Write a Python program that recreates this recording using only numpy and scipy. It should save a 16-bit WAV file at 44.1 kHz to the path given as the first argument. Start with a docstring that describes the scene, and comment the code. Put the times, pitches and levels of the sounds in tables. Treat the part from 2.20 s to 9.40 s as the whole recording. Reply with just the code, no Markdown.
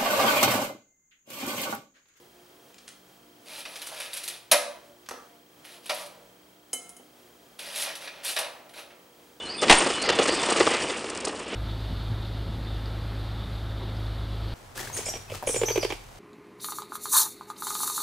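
"""A soft fan hum and a faint high whine come first, then a wet pop of sauce and crackling foil.
Kitchen tongs move sauced chicken wings from a foil-lined baking tray to a ceramic bowl.
Noise snaps make the foil, sauce and tong rattle; struck modes make the tray, bowl and board ring.
Stuck wings tear free and the tray slaps back; the tongs clink on the bowl; a small kitchen reflects it all."""
import sys
import numpy as np
from scipy import signal
from scipy.fft import rfft, irfft
from scipy.io import wavfile
from scipy.ndimage import uniform_filter1d

SR = 44100
rng = np.random.default_rng(int(sys.argv[2]) if len(sys.argv) > 2 else 0)


def wav_out(sig):
    """Save sig, one row per channel (or a flat mono array), as 16-bit PCM at SR to the path in sys.argv[1]."""
    wavfile.write(sys.argv[1], SR, np.round(np.clip(np.atleast_2d(sig).T, -1, 1) * 32767).astype(np.int16))


N = 317513
TIME = np.arange(N) / SR

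# Every level in the tables is relative: the layers get their own gains in the mix.
# A stuck wing tears free, foil and tray slap back: start_s, crunch_db, sparkle_over_crunch_db,
# drumming_over_crunch_db, thump_db, thump_lowpass_hz
SLAP_EVENTS = [(2.3147, -18.5, -16, 1.5, -15, 1050), (3.693, -26.5, -9, 0, -28.5, 2000),
               (6.1607, -24.5, -9.5, -8, -37, 3060)]


def undb(db):
    """Decibels to gain."""
    return 10 ** (np.asarray(db) / 20)


def unit(x):
    """Scale to an rms of one."""
    return x / np.sqrt(np.mean(x ** 2))


def along(points, hz):
    """Read a table of (Hz, value) on a log-frequency axis; points under 30 Hz count as 30 Hz."""
    point_hz, value = np.transpose(points)
    return np.interp(np.log(np.maximum(hz, 1)), np.log(np.maximum(point_hz, 30)), value)


def shade(x, points):
    """Weight a steady signal by a (Hz, dB) spectrum."""
    gain = undb(along(points, np.fft.rfftfreq(len(x), 1 / SR)))
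    return irfft(rfft(x) * gain, len(x))


def response(points, size=2048):
    """Causal (minimum-phase) impulse response of unit energy with a (Hz, dB) spectrum."""
    gain = undb(along(points, np.fft.rfftfreq(size, 1 / SR)))
    cepstrum = irfft(np.log(gain))
    # folding the cepstrum onto its first half puts the energy as early as possible
    cepstrum[1:size // 2] *= 2
    cepstrum[size // 2 + 1:] = 0
    h = irfft(np.exp(rfft(cepstrum)))
    return h / np.linalg.norm(h)


def through(x, h):
    """Pass a signal through an impulse response."""
    return signal.fftconvolve(x, h)[:N]


def lowpass(x, hz):
    """Second-order low-pass."""
    return signal.sosfilt(signal.butter(2, min(hz, SR / 2 - 1000), fs=SR, output="sos"), x)


def ring(modes):
    """A struck body: fading modes of alternating sign, scaled by their joint strength."""
    t = TIME[:SR]
    hz, db, t60 = np.transpose(modes)[:, :, None]
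    sign = (-1) ** np.arange(len(modes))[:, None]
    fading = undb(db - 60 * t / t60) * np.cos(2 * np.pi * hz * t)
    return np.sum(sign * fading, axis=0) / np.linalg.norm(undb(db))


def burst(start, fade, rise=0.0024):
    """Envelope with a quick rise and an exponential fade; both are time constants in seconds."""
    age = np.maximum(TIME - start, 0)
    return (1 - np.exp(-age / rise)) * np.exp(-np.minimum(age / fade, 50))


def held(start, length, attack, release):
    """Envelope of one stroke: the tongs bear down, hold and ease off."""
    age = np.maximum(TIME - start, 0)
    return (1 - np.exp(-age / attack)) * np.exp(-np.clip((age - length) / release, 0, 50))


def walk(rate):
    """Slow random drift through 'rate' random knots per second."""
    knots = rng.standard_normal(1024)
    return uniform_filter1d(np.interp(TIME * rate, np.arange(len(knots)), knots), 512)


def crackle(per_s, spread_db, size=700):
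    """Tiny random snaps of unequal size, levelled so that they release energy at a steady rate."""
    snaps = (rng.random(N) < per_s / SR) * rng.choice([-1, 1], N) * undb(spread_db * rng.standard_normal(N))
    local_power = uniform_filter1d(snaps ** 2, size)
    return snaps / np.sqrt(np.maximum(local_power, 1e-6))


def blows(rows):
    """One push for each (s, dB, Hz); a softer contact has less treble."""
    # the tiny offset keeps the filters from slowing down on vanishing numbers
    return sum(undb(db) * lowpass(signal.unit_impulse(N, int(s * SR)) + 1e-18, hz) for s, db, hz in rows)


def background():
    """Fan noise that flutters a little, wavering hum, a faint tone pulsing 30 times a second, a high whine."""
    # fan noise spectrum: pitch_hz, level_db
    air_colour = [(15, -68), (25, -39), (48, -13), (91, -15), (173, -7.5), (209, -11), (297, -4.5),
                  (331, -12.5), (359, -2.5), (389, -4), (703, -8), (1900, -16), (3170, -17.5), (13900, -23),
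                  (15500, -23)]
    # noise in the side channel over the mid, before a further 1 dB cut: pitch_hz, side_minus_mid_db
    air_spread = [(60, -27), (110, -24), (200, -15), (380, -12.5), (700, -6), (1290, -1.5), (2380, -0.5),
                  (4400, -3.5), (8120, -10.5), (15000, -55)]
    # fan and mains lines: pitch_hz, level_db, waver (0 steady to 1)
    hum_lines = [(59, -81, 0), (119.6, -79.5, 0.54), (137, -79, 0.6), (186, -73, 0.69),
                 (240.3, -71.5, 0.47), (303.7, -68.5, 0.36), (354.6, -69, 0.65), (479, -70.5, 0.5),
                 (694, -71.5, 1)]
    mid, side = (unit(shade(rng.standard_normal(N), air_colour)) * undb(-57.87 + 1.3 * walk(12))
                 for _ in range(2))
    for hz, db, waver in hum_lines:
        drift = (1 - waver) + waver * (walk(4.7) + 1j * walk(10.0))
        mid = mid + undb(db) * unit(np.real(drift * np.exp(2j * np.pi * hz * TIME)))
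    gate = np.cos(np.pi * 30 * TIME) ** 10  # the even power gives 30 pulses a second
    mid = mid + undb(-70.5) * unit(gate * np.sin(2 * np.pi * 3200 * TIME + 1.03 * walk(60)))
    mid = mid + undb(-66.0) * np.sin(2 * np.pi * 15735 * TIME)  # whine
    return mid, undb(-1) * shade(side, air_spread)


def reflections(build_s=0.0054):
    """The kitchen's echo: noise that builds up quickly and whose treble dies first."""
    # reverberation time: pitch_hz, t60_s
    room_decay = [(150, 0.44), (600, 0.63), (2000, 0.52), (5000, 0.44), (10000, 0.36), (16000, 0.23)]
    hz, frames, cells = signal.stft(rng.standard_normal(SR), SR, nperseg=256)
    fading = cells * undb(-60 * frames / along(room_decay, hz)[:, None])
    tail = signal.istft(fading, SR)[1][:SR]
    tail = tail * (1 - np.exp(-TIME[:SR] / build_s))
    return tail / np.linalg.norm(tail)


def sauce():
    """Sticky threads and films of sauce let go of the tongs and pop in short wet clusters."""
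    # clusters: start_s, level_db, fade_s, lowpass_hz
    squelch_events = [(0.543, -38, 0.0031, 8900), (0.5813, -40.5, 0.0074, 7850),
                      (0.676, -36.5, .011, 12000), (.69, -62, 0.01, 11000), (2.859, -41, 0.0079, 5000)]
    # spectrum of a pop: pitch_hz, level_db
    sauce_colour = [(400, -46), (900, -19), (1200, -4.5), (1800, -1), (3200, 0.5), (5000, -0.5), (7000, -1),
                    (10000, -1), (15000, -33)]
    pops = through(crackle(per_s=1500, spread_db=-2.5), response(sauce_colour))
    return sum(undb(db) * lowpass(pops * burst(s, fade), hz) for s, db, fade, hz in squelch_events)


def board():
    """Cushioned blows rock the bowl on its wooden board and ring the board's modes."""
    # soft knocks: start_s, level_db, lowpass_hz
    knock_events = [(2.9105, -29, 1990), (2.921, -41, 1200), (4.531, -29, 586), (4.796, -36, 417),
                    (4.815, -59, 400), (5.087, -52.5, 503)]
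    # modes of the wood: pitch_hz, level_db, t60_s
    board_modes = [(105, -38, 0.25), (259.6, -12.5, 0.38), (356, -4.5, 0.067), (481, 5.5, 0.041),
                   (598, -5, 0.087), (698.6, -10, 0.6), (806, 1.5, 0.047), (922, -0.5, 0.07),
                   (1123, -12, 0.023), (1272, 3, 0.051), (1353, -5, 0.12), (1710, -6, 0.032),
                   (1879, -3, 0.042)]
    return through(blows(knock_events), ring(board_modes))


def tongs():
    """The loose arms of the tongs clack in short rattles, damped by the hand."""
    # clacks: start_s, level_db, fade_s, lowpass_hz
    clack_events = [(2.8878, -28, 0.0042, 13000), (2.8954, -34.5, 0.0018, 16000),
                    (2.904, -48, 0.0017, 16000), (2.910, -35, 0.0067, 13000), (2.912, -43, 0.0065, 1680)]
    # spectrum of the rattle: pitch_hz, level_db
    tongs_colour = [(500, -15), (850, -4), (1150, 2), (2200, -8.5), (3500, -10.5), (5500, -7.5), (6050, -7),
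                    (6900, -16), (8200, -13), (9200, -17), (11500, -10), (15000, -27)]
    rattle = through(crackle(per_s=12000, spread_db=3), response(tongs_colour))
    return sum(undb(db) * lowpass(rattle * burst(s, fade, rise=0.00025), hz)
               for s, db, fade, hz in clack_events)


def bowl():
    """The tong tips chatter on the glaze and set the bowl ringing until food damps it."""
    # tong tips on the bowl: start_s, ring_db, contact_tick_db
    clink_events = [(4.5309, -25, -23), (4.5368, -44, -31), (4.692, -54, -35.5), (4.766, -48, -45)]
    # modes of the ceramic: pitch_hz, level_db, t60_s
    bowl_modes = [(716, -23, 2.4), (1346, -28, 1.5), (2132, -13, 0.99), (3030, -4.5, 0.2),
                  (4032, -18, 0.21), (5136, -1, 0.033), (5220, -16, 0.11), (6200, -6, 0.13),
                  (6350, -12, 0.37), (6670, 2.5, 0.057), (7000, -6, 0.15), (7445, -27.5, .2),
                  (7780, -11, .17), (7977, -6.5, 0.21), (8500, -21, .17), (8600, -17, .15),
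                  (9000, -2, 0.13), (9360, 1, 0.096), (9700, -17, 0.18), (10000, -15, 0.19),
                  (10260, -12, 0.043), (11600, -32, .2), (12630, -7, 0.13)]
    # spectrum of a contact tick: pitch_hz, level_db
    tick_colour = [(300, -41), (1000, -13), (2000, -23), (4000, -22), (6500, -11), (9000, -3), (10800, 0.5),
                   (12000, -23), (13500, -22), (16000, -31)]
    strikes = blows([(s, ring_db, 16000) for s, ring_db, tick_db in clink_events])
    contact = sum(undb(tick_db) * burst(s, fade=0.0099, rise=0.00016) for s, ring_db, tick_db in clink_events)
    ticks = through(contact * crackle(per_s=13000, spread_db=1.5), response(tick_colour))
    hush_s = 4.79  # a wing drops against the bowl and stops its ring
    damping = np.exp(-np.maximum(TIME - hush_s, 0) / 0.021)
    return undb(2.0) * through(strikes, ring(bowl_modes)) * damping + undb(-4.0) * ticks


def tray(push):
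    """The metal tray's modes rumble under the dragging tongs and boom when it slaps back."""
    # modes of the metal: pitch_hz, level_db, t60_s
    tray_modes = [(237, -22, 0.5), (502, -9, 0.35), (517, -4.5, 0.12), (576.8, 3.5, 0.24),
                  (595, -2.5, 0.23), (608, -7, 0.16), (637, -5, 0.23), (688.7, -7.5, 0.34), (731, -5, 0.19),
                  (772, -13.5, 0.22), (900, -9.5, 0.13), (874, -12.5, 0.25), (964, -2, 0.34),
                  (1004, -11, 0.36), (1168, -6, 0.26), (1254, -7, 0.15), (1384, -6.5, 0.2),
                  (1624, -10, 0.15)]
    thump_lag_s = 0.003944  # the boom follows the tear
    body = ring(tray_modes)
    rumble = crackle(per_s=1600, spread_db=5.0) * push / np.linalg.norm(body)
    thumps = blows([(s + thump_lag_s, thump_db, hz)
                    for s, db, sparkle_db, tray_db, thump_db, hz in SLAP_EVENTS])
    return through(undb(-6.0) * rumble + thumps, body)


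def foil_effort():
    """How hard the foil crinkles, sparkles and pushes on the tray; all events add in power."""
    # the tongs push or drag on the foil: start_s, length_s, attack_s, crinkle_db,
    # sparkle_over_crinkle_db, tray_rumble_over_crinkle_db
    stroke_events = [(1.246, 0.16, 0.054, -45.5, -2, -5), (1.453, 0.28, 0.023, -51.5, -1.5, 0),
                     (1.71, .15, 0.028, -45, -3, -4.5), (1.885, 0.27, 0.02, -49.5, -3.5, -7),
                     (3.433, .12, .018, -55, -2, -4.5), (3.625, 0.058, 0.026, -50.5, -5, -10),
                     (3.737, .085, 0.011, -47, -0.5, 1), (5.381, 0.17, 0.029, -45, -3, -4),
                     (5.54, .095, 0.019, -37, 0.5, -8), (5.628, .075, 0.013, -40.5, -11, -3.5),
                     (5.797, 0.056, .012, -46, -5, -4.5), (5.897, 0.12, 0.019, -53, -20, -1.5),
                     (6.028, .077, 0.027, -35.5, 1.5, -8.5), (6.166, 0.077, 0.012, -41.5, -19, 1.5),
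                     (6.547, .05, 0.017, -48, -4, 1.5)]
    # a fold of foil buckles at once: start_s, level_db, sparkle_over_level_db
    buckle_events = [(1.384, -48.5, 7), (1.452, -36.5, -13), (1.555, -38.5, -5), (1.616, -37.5, 0.5),
                     (1.665, -38.5, 5), (1.799, -34.5, -2.5), (1.931, -37, 4.5), (1.965, -35.5, 4.5),
                     (2.034, -40.5, 8), (2.077, -33.5, 3.5), (2.313, -16.5, 4.5), (3.445, -46, -5),
                     (3.657, -43, -0.5), (3.739, -44, 7), (3.858, -50.5, 4), (5.39, -38.5, -1),
                     (5.556, -39.5, 6), (5.612, -37.5, 9), (5.752, -40, 2.5), (5.872, -35, -28),
                     (6.046, -38, 7), (6.187, -32, 4), (6.492, -54, -2), (6.536, -45.5, -8),
                     (6.582, -43, -9), (6.703, -49, -33)]
    # the tongs and the food bump the tray through the foil: start_s, level_db
    bump_events = [(1.456, -40), (1.713, -36.5), (1.792, -38.5), (2.337, -20.5), (3.565, -48), (5.389, -44),
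                   (5.668, -34), (6.189, -28)]
    release_s = 0.029
    settle_db, settle_s = -13.5, 0.15  # after a stroke the broad folds relax quietly
    rock_db, rock_s = -7.5, 0.19  # and the tray goes on rocking
    buckle_tray_db, buckle_rise_s, buckle_fade_s = -24, 0.0011, 0.015
    slap_rise_s, slap_fade_s = 0.0016, 0.02

    crinkle, sparkle, push = np.full((3, N), 1e-20)  # never quite zero, for the ratio taken in foil()
    for s, length, attack, db, sparkle_db, tray_db in stroke_events:
        press, settle, rock = (undb(db) * held(s, length, attack, release)
                               for release in (release_s, settle_s, rock_s))
        crinkle += np.maximum(press, undb(settle_db) * settle) ** 2
        sparkle += (undb(sparkle_db) * press) ** 2
        push += (undb(tray_db) * np.maximum(press, undb(rock_db) * rock)) ** 2

    jolts = [(s, db, sparkle_db, buckle_tray_db, buckle_rise_s, buckle_fade_s)
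             for s, db, sparkle_db in buckle_events]
    jolts += [(s, db, sparkle_db, tray_db, slap_rise_s, slap_fade_s)
              for s, db, sparkle_db, tray_db, thump_db, hz in SLAP_EVENTS]
    for s, db, sparkle_db, tray_db, rise, fade in jolts:
        power = (undb(db) * burst(s, fade, rise)) ** 2
        crinkle += power
        sparkle += undb(sparkle_db) ** 2 * power
        push += undb(tray_db) ** 2 * power

    push += sum((undb(db) * burst(s, fade=0.016)) ** 2 for s, db in bump_events)
    return np.sqrt([crinkle, sparkle, push])


def scatter(x, fade, count=10):
    """Each patch of foil shivers in its own way for a few milliseconds; the snaps hop between patches."""
    t = TIME[:2048]
    patch = np.repeat(rng.integers(0, count, N // 64 + 1), 64)[:N]  # a new patch every 64 samples
    out = 0
    for k in range(count):
        shiver = rng.standard_normal(len(t)) * (np.exp(-t / fade) + 3 * np.exp(-t / 0.00059))
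        out = out + through(x * (patch == k), shiver / np.linalg.norm(shiver))
    return out


def foil(crinkle, sparkle, push):
    """Creases snap: broad folds crunch, small ones sparkle, and the sheet drums on the tray under it."""
    # spectrum of a snapping crease: pitch_hz, level_db
    foil_colour = [(70, -50), (160, -39), (400, -20.5), (560, -20.5), (950, -22), (1500, -15), (2300, -11),
                   (3700, -10.5), (5500, -14), (7200, -19), (10300, -12), (12500, -20), (16000, -35)]
    # spectrum of foil drumming on the tray: pitch_hz, level_db
    liner_colour = [(120, -47), (240, -23.5), (420, -18.5), (520, -0.5), (600, 3), (700, -1), (850, -1),
                    (1050, -4), (1450, -9.5), (3000, -30)]
    snaps = crackle(per_s=3200, spread_db=3.0)
    broad = shade(snaps, [(2200, 4.0), (3200, -13.0), (5000, -28)])
    fine = snaps - shade(snaps, [(4500, 2.0), (6200, -1), (9000, -23)])
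    middle = snaps - broad - fine
    # middle-sized creases follow both the broad and the fine ones
    middle_effort = crinkle * (sparkle / crinkle) ** 0.33
    creases = broad * crinkle + middle * middle_effort + fine * sparkle
    sheet = through(scatter(creases, fade=0.0076), response(foil_colour))
    drumming = through(crackle(per_s=1500, spread_db=4.0) * push, response(liner_colour))
    return undb(4.5) * sheet + undb(-3.0) * drumming


def scene():
    """Direct sound sits in the middle, reflections spread left and right, then the channels are offset."""
    # spread of the reflections: pitch_hz, side_minus_mid_db
    room_spread = [(60, -16), (200, -19), (700, -10), (1300, -7.5), (2400, -9.5), (4400, -8), (8000, -5.5),
                   (15000, -57)]
    # phase between the channels: pitch_hz, left_lead_radians
    channel_phase = [(60, 0.12), (300, -0.22), (780, -0.49), (1500, -0.51), (4200, -0.31), (16000, -0.019)]
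    # level between the channels: pitch_hz, left_minus_right_db
    channel_lean = [(100, 0.5), (600, -0.7), (1200, -0.7), (2500, 0), (12000, -0.1)]
    crinkle, sparkle, push = foil_effort()
    crunch, boom = foil(crinkle, sparkle, push), tray(push)
    clinks, handling = bowl(), tongs() + board() + sauce()
    direct = crunch + boom + clinks + handling
    into_room = undb(-8.0) * crunch + undb(-9) * boom + undb(-8) * clinks + undb(-4.5) * handling
    air_mid, air_side = background()
    mid = direct + through(into_room, reflections()) + air_mid
    side = shade(through(into_room, reflections()), room_spread) + air_side
    # the low mids come a little earlier and louder on the right
    hz = np.fft.rfftfreq(N, 1 / SR)
    turn = np.exp(0.5j * along(channel_phase, hz)) * undb(0.5 * along(channel_lean, hz))
    left = irfft(rfft(mid + side) * turn, N)
    right = irfft(rfft(mid - side) / turn, N)
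    return np.array([left, right])


def record(dry):
    """Cut the deepest bass gently, limit to full scale and cut the top steeply."""
    thin = signal.sosfilt(signal.butter(1, 20, "high", fs=SR, output="sos"), dry)
    return signal.sosfilt(signal.ellip(10, 0.2, 80, 16000, fs=SR, output="sos"), np.clip(thin, -1, 1))


dry = scene()
out = record(dry)
wav_out(out)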